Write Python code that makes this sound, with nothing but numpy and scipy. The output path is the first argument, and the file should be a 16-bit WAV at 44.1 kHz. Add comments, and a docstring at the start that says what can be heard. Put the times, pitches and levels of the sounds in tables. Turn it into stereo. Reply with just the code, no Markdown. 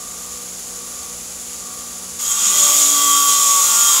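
"""A wet tile saw in a yard

The motor hums and the spinning blade flings hissing water. After about two seconds a tile
touches the rim and is pushed in: grit grinds it, the tile buzzes, the table shudders,
the steel disc rings and sings, and the shaft slows under the load. The sound is mono."""
import sys
import numpy as np
from scipy.fft import rfft, irfft, next_fast_len
from scipy.io import wavfile
from scipy.ndimage import uniform_filter1d, minimum_filter1d, map_coordinates

SR = 44100
rng = np.random.default_rng(int(sys.argv[2]) if len(sys.argv) > 2 else 0)


def file_out(sig):
    """Save sig as 16-bit WAV at sys.argv[1]."""
    # one column per channel
    cols = np.atleast_2d(sig).T
    # limit, then scale
    lim = np.clip(cols, -1, 1)
    pcm = np.round(lim * 32767).astype(np.int16)
    wavfile.write(sys.argv[1], SR, pcm)


N = 176400  # 4 seconds
TIME = np.arange(N) / SR


def amp(db):
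    return 10 ** (np.asarray(db) / 20)


def unit(x):
    """Scale x to an average power of 1."""
    return x / np.sqrt(np.mean(x ** 2) + 1e-20)


def curves(rows):
    """Join a table's points: one curve for each column after the time."""
    times, *columns = np.transpose(rows)
    return [np.interp(TIME, times, column) for column in columns]


def wobble(rate):
    """A smooth curve through `rate` random points a second."""
    return map_coordinates(rng.standard_normal(4096), [TIME * rate], mode="wrap")


def swell(centre_s, half_s):
    """A bell-shaped rise and fall."""
    return np.exp(-((TIME - centre_s) / half_s) ** 2)


def filtered(x, response):
    """Turn each frequency in x up or down by response(hz)."""
    size = next_fast_len(N + SR // 2)
    return irfft(rfft(x, size) * response(np.fft.rfftfreq(size, 1 / SR)), size)[:N]


def coloured(x, points):
    """Give x the tone colour drawn by (frequency, level) points."""
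    freqs, db = np.transpose(points)
    return unit(filtered(x, lambda hz: amp(np.interp(np.log(hz + 1), np.log(freqs), db))))


def crowded(x, ripple_db, spacing_hz):
    """Many weak resonances of disc, tile and table lift some pitches and lower others."""
    peaks = rng.standard_normal(4096)
    return filtered(x, lambda hz: amp(ripple_db * map_coordinates(peaks, [hz / spacing_hz], mode="wrap")))


def tones(rows, drift, flutter_db):
    """Add up slightly unsteady pure tones."""
    total = np.zeros(N)
    for hz, db in rows:
        level = np.sqrt(2) * amp(db + flutter_db * wobble(7.64))
        total += level * np.sin(2 * np.pi * (hz * TIME + rng.random()) + drift * wobble(7.13))
    return total


# Tone colours of the rumble and the cooling air (frequency [Hz], relative level [dB])
RUMBLE_COLOUR = [(15, -35), (30, -28), (42, -3), (65, -1.5), (85, -4), (110, -17), (200, -40)]
AIR_COLOUR = [(90, -14), (130, -5), (220, -1), (330, -2.5), (450, 0.5), (700, -2.5), (900, -3), (1400, -5),
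              (3000, -29)]
# The tones in the hum (frequency [Hz], relative level [dB])
HUM_TONES = [(118.4, -63), (183.0, -51.5), (242.2, -53), (355.3, -62.5), (484.5, -52), (532.9, -62.5),
             (651.4, -75), (732.1, -57.5), (893.6, -75)]
# Hum, rumble and air are turned down during the loud cut, as by a recorder's gain control
# (time [s], gain [dB])
BACKGROUND_DUCKING = [(0, 0), (2.2, 0), (2.35, -4), (2.65, -8), (4, -9)]
def motor():
    """The motor hums over a lumpy rumble and the rush of its cooling air."""
    rumble = amp(-53 + 2.8 * wobble(18)) * coloured(rng.standard_normal(N), RUMBLE_COLOUR)
    air = amp(-45.5) * coloured(rng.standard_normal(N), AIR_COLOUR)
    hum = tones(HUM_TONES, drift=0.8, flutter_db=-2.5)
    return amp(curves(BACKGROUND_DUCKING)[0]) * (rumble + hum + air)


# The free disc's tones (frequency [Hz], relative level [dB])
WHINE_TONES = [(1130, -50), (1190, -52), (1217, -57), (1308, -74), (1400, -62.5)]
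# Their slow rise and fall (time [s], gain [dB])
WHINE_GAIN = [(0, 2), (.27, 2), (.42, -4), (.62, -8), (.78, 2), (1.05, 3), (1.28, -8), (1.5, -5), (1.63, 3),
              (1.82, 2), (2.0, -4), (2.2, -6)]
def disc_whine():
    """The freely spinning disc rings faintly; its close tones beat against each other."""
    return amp(curves(WHINE_GAIN)[0]) * tones(WHINE_TONES, drift=0.18, flutter_db=2.3)


# Tone colour of the spray (frequency [Hz], relative level [dB])
SPRAY_COLOUR = [(900, -38), (1400, -21.5), (1750, -20), (2400, -19.5), (3000, -17), (4000, -16),
                (5000, -13), (5900, -10), (6600, -4), (7100, -3.5), (7700, -6.5), (8400, -11.5),
                (9400, -12.5), (10500, -10), (12000, -16), (13500, -23), (15700, -23.5)]
def water_spray(grain_db=0.8, flutter_db=0.38):
    """Water flung off the rim makes a fine hiss, coloured by the guard and table."""
    drops = rng.standard_normal(N) * amp(grain_db * wobble(900) + flutter_db * wobble(50.15))
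    return amp(-30.5) * coloured(crowded(drops, ripple_db=1.34, spacing_hz=69.7), SPRAY_COLOUR)


def rim(turns, change_rate, size):
    """The rim's bumps come round on every turn and slowly wear into a new pattern."""
    bumps = rng.standard_normal((256, size))
    return unit(map_coordinates(bumps, [TIME * change_rate, turns % 1 * size], mode="grid-wrap"))


def scrape(turns, repeat, change_rate, lumpy_db=0):
    """Grit on tile: part repeats each turn, part is fresh. Lumps on the rim press harder."""
    repeat = np.clip(repeat, 0, 1)
    repeating = np.sqrt(repeat) * rim(turns, change_rate, size=800)
    fresh = np.sqrt(1 - repeat) * rng.standard_normal(N)
    pressure = amp(lumpy_db * rim(turns, change_rate, size=14))
    return unit((repeating + fresh) * pressure)


def ringing(x, resonances):
    """Let x shake the disc's resonances, the pitches at which it likes to ring."""
    def response(f):
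        powers = (amp(db) ** 2 / (1 + (1.6 * (f - hz) / width) ** 2) ** 1.5
                  for hz, width, db in resonances)
        return np.sqrt(sum(powers))
    return unit(filtered(x, response))


# How steadily the rim sits in the slot (time [s], steadiness [0 to 1])
STEADINESS = [(2.2, 0.48), (2.45, 0.43), (2.7, 0.22), (3.05, 0.84), (3.7, 0.69), (4, 0.54)]
# Strength of the grinding (time [s], screech gain [dB], fizz gain [dB])
GRIND_GAINS = [(2.19, -29, -41), (2.2, -22, -41), (2.214, -25, -33), (2.254, -21, -35), (2.304, -22, -29),
               (2.316, -18, -31), (2.336, -22, -34), (2.476, -15, -31), (2.562, -16, -28),
               (2.598, -12, -26), (2.714, -14, -25), (2.804, -12, -25), (2.92, -15, -27), (3.272, -16, -25),
               (3.294, -12, -26), (3.388, -15, -27), (3.908, -14, -25), (4.0, -15, -26)]
# Tone colour of the grit's hiss (frequency [Hz], relative level [dB])
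GRIT_COLOUR = [(1200, -36), (2000, -18), (2700, -16.5), (3500, -7.5), (4600, -12.5), (5600, -6),
               (6300, -3.5), (6900, 2.5), (7700, -3.5), (8400, -8), (9100, -10), (10200, -13.5),
               (11000, -9.5), (13000, -13.5), (15600, -16)]
# The disc's high resonances (frequency [Hz], width [Hz], relative level [dB])
HIGH_RESONANCES = [(4820, 25, -14), (4995, 22, -13), (5510, 60, -13), (5966, 30, -8), (6212, 25, -9),
                   (6580, 22, 1), (6717, 40, -1), (6813, 40, 0), (6982, 30, -1), (7149, 25, -6),
                   (7500, 45, -3), (7613, 35, -3), (7730, 50, -5), (8083, 22, -6), (8176, 22, -6),
                   (8344, 25, -11), (8570, 80, -12), (9254, 30, -15), (9665, 45, -11), (10524, 50, -15)]
def grinding(turns, fizz_hz=9700):
    """Grit hisses through the tile, with a high fizz on top, and makes the disc screech."""
    screech_db, fizz_db = curves(GRIND_GAINS)
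    steady, = curves(STEADINESS)
    force = scrape(turns, repeat=0.51 * steady, change_rate=9.7)
    hiss = coloured(crowded(force, ripple_db=1.6, spacing_hz=45.7), GRIT_COLOUR)
    fizz = filtered(hiss, lambda hz: 1 / (1 + (fizz_hz / (hz + 1)) ** 16))
    shrill = ringing(scrape(turns, repeat=0.5 * steady, change_rate=9, lumpy_db=2.5), HIGH_RESONANCES)
    screech = amp(-3.5) * unit(hiss - fizz) + amp(-2) * shrill
    return amp(screech_db) * screech + amp(fizz_db + 3.5) * unit(fizz)


# The disc's low resonances (frequency [Hz], width [Hz], relative level [dB])
LOW_RESONANCES = [(888, 16, -9), (1400, 30, -8), (1520, 25, -11), (1997, 25, -10), (2545, 30, -11),
                  (2780, 30, -10), (3206, 25, 2), (3298, 55, -2), (3445, 50, -4), (3665, 25, -3)]
# How strongly they ring (time [s], relative level [dB])
RING_LEVEL = [(2.17, -48), (2.27, -34), (2.45, -29), (2.68, -25), (2.85, -30), (3.1, -27), (3.6, -30),
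              (4, -29)]
def disc_ring(turns):
    """The scraping also rings the steel disc at lower pitches."""
    force = scrape(turns, repeat=curves(STEADINESS)[0], change_rate=6, lumpy_db=3.5)
    return amp(curves(RING_LEVEL)[0] - 0.5) * ringing(force, LOW_RESONANCES)


# Tone colour of the tile (frequency [Hz], relative level [dB])
TILE_COLOUR = [(100, -27), (190, -9), (400, -3), (600, 0.5), (900, 1.5), (1300, 8), (1700, -2),
               (2200, -0.5), (2800, 3), (3500, 1), (6000, 5.5), (15000, -40)]
# Strength of its buzz (time [s], relative level [dB])
BUZZ_LEVEL = [(2.17, -46.5), (2.368, -44), (2.45, -37), (2.49, -42), (2.582, -36.5), (3.004, -40),
              (3.856, -37.5), (4.0, -35.5)]
def tile_buzz(turns):
    """The tile chatters in step with the shaft."""
    force = scrape(turns, repeat=curves(STEADINESS)[0] + 0.31, change_rate=4)
    return amp(curves(BUZZ_LEVEL)[0] + 8.5) * coloured(force, TILE_COLOUR)


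def shaft_tone(turns, per_turn, rough):
    """A wavering tone that vibrates per_turn times for each turn of the shaft."""
    level = np.sqrt(2) * (1 + rough * wobble(45))
    return level * np.sin(2 * np.pi * (per_turn * turns + rng.random()) + rough * wobble(30.25))


# One low resonance, split in two by the spin (frequency [Hz], width [Hz], relative level [dB])
SPLIT_RESONANCE = [(1135, 25, 0), (1175, 28, 0)]
# Strength of its rasp (time [s], level [dB])
RASP_LEVEL = [(2.17, -44), (2.3, -39), (2.5, -31.5), (2.65, -26), (2.8, -36.5), (3.0, -37), (3.6, -35),
              (4, -34)]
# The two singing tones (time [s], unused speed [turns/s], lower gain [dB], upper gain [dB])
SING_GAINS = [(2.17, 59.6, -63, -66), (2.226, 58.8, -43, -48), (2.506, 59.2, -40, -42),
              (2.73, 58.2, -29, -42), (2.77, 57.9, -35.5, -36), (2.924, 57.5, -25.5, -46),
              (2.994, 57.3, -22, -39), (3.03, 57.2, -21, -59), (3.086, 57.2, -17, -47),
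              (3.142, 57.2, -16, -55), (3.422, 56.7, -22, -26), (3.556, 56.7, -17.5, -50),
              (3.612, 56.3, -20.5, -31), (3.678, 56.1, -34, -32), (3.694, 56.2, -22.5, -33.5),
              (3.902, 55.4, -38, -21.5), (3.958, 55.1, -33, -35), (4.0, 55.0, -29, -26)]
def disc_singing(turns):
    """The disc rasps under the grit, then falls into step with the shaft and howls."""
    rasp = amp(curves(RASP_LEVEL)[0]) * ringing(rng.standard_normal(N), SPLIT_RESONANCE)
    _, lower_db, upper_db = curves(SING_GAINS)
    lower = amp(lower_db) * shaft_tone(turns, per_turn=20, rough=0.032)
    upper = amp(upper_db) * shaft_tone(turns, per_turn=21, rough=0.032)
    return rasp + amp(-2) * (lower + upper)


# Tones of the cut (vibrations [per turn], peak time [s], half length [s], level [dB])
SLOT_TONES = [(3, 3.1, 1.0, -55), (4, 3.33, 1, -54), (5, 2.955, 0.39, -40), (7, 2.68, 0.19, -45),
              (7, 3.84, 0.32, -47), (8, 3.19, 0.44, -45.5), (10, 2.69, 0.16, -37.5), (10, 3.6, 0.32, -45.5),
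              (11, 2.9, 0.23, -42.5), (13, 2.97, 0.32, -49), (15, 2.67, 0.13, -50), (16, 3.85, 0.34, -37.5),
              (17, 3.25, 0.26, -40.5), (19, 3.96, 0.05, -31.5), (24, 3.175, 0.099, -35.5),
              (25, 3.28, 0.14, -39), (25, 3.84, 0.15, -33.5), (56, 3.27, 0.18, -37),
              (58, 3.9, 0.066, -25.5)]
def slot_tones(turns):
    """Single tones, in step with the shaft, swell and fade as the slot gets longer."""
    return sum(amp(db) * swell(peak_s, half_s) * shaft_tone(turns, per_turn, rough=0.2)
               for per_turn, peak_s, half_s, db in SLOT_TONES)


# Tone colour of the shaking table (frequency [Hz], relative level [dB])
SHUDDER_COLOUR = [(100, -32), (165, -7), (205, 7), (260, -14), (400, -6), (700, -25)]
def table_shudder():
    """The table shakes briefly as the rim bites in."""
    level = amp(-40.5) * swell(centre_s=2.53, half_s=0.15)
    return level * coloured(rng.standard_normal(N), SHUDDER_COLOUR)


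# The shaft slows under the load (time [s], speed [turns/s])
SHAFT_SPEED = [(0, 59.6), (2.15, 59.6), (2.4, 59.1), (2.62, 58.7), (2.8, 57.8), (3.08, 57.25), (3.3, 57.0),
               (3.53, 56.65), (3.7, 56.1), (3.88, 55.6), (4, 54.9)]
def scene(contact_s=2.18, bite_s=0.02):
    """The saw runs freely; the cutting sounds join in when the tile touches it."""
    turns = np.cumsum(curves(SHAFT_SPEED)[0]) / SR
    contact = np.clip((TIME - contact_s) / bite_s, 0, 1)
    idling = motor() + disc_whine() + water_spray()
    cutting = grinding(turns) + disc_ring(turns) + table_shudder()
    cutting += tile_buzz(turns) + slot_tones(turns) + disc_singing(turns)
    saw = idling + contact * cutting
    return np.array([saw, saw])


def record(dry, ceiling=0.8, top_hz=15750):
    """A fast limiter turns loud peaks down, then the very highest treble is cut off."""
    needed = np.minimum(1, ceiling / (np.abs(dry).max(axis=0) + 1e-9))
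    gain = uniform_filter1d(minimum_filter1d(needed, size=129), size=129)
    return np.array([filtered(channel * gain, lambda hz: hz < top_hz) for channel in dry])


dry = scene()
out = record(dry)
file_out(out)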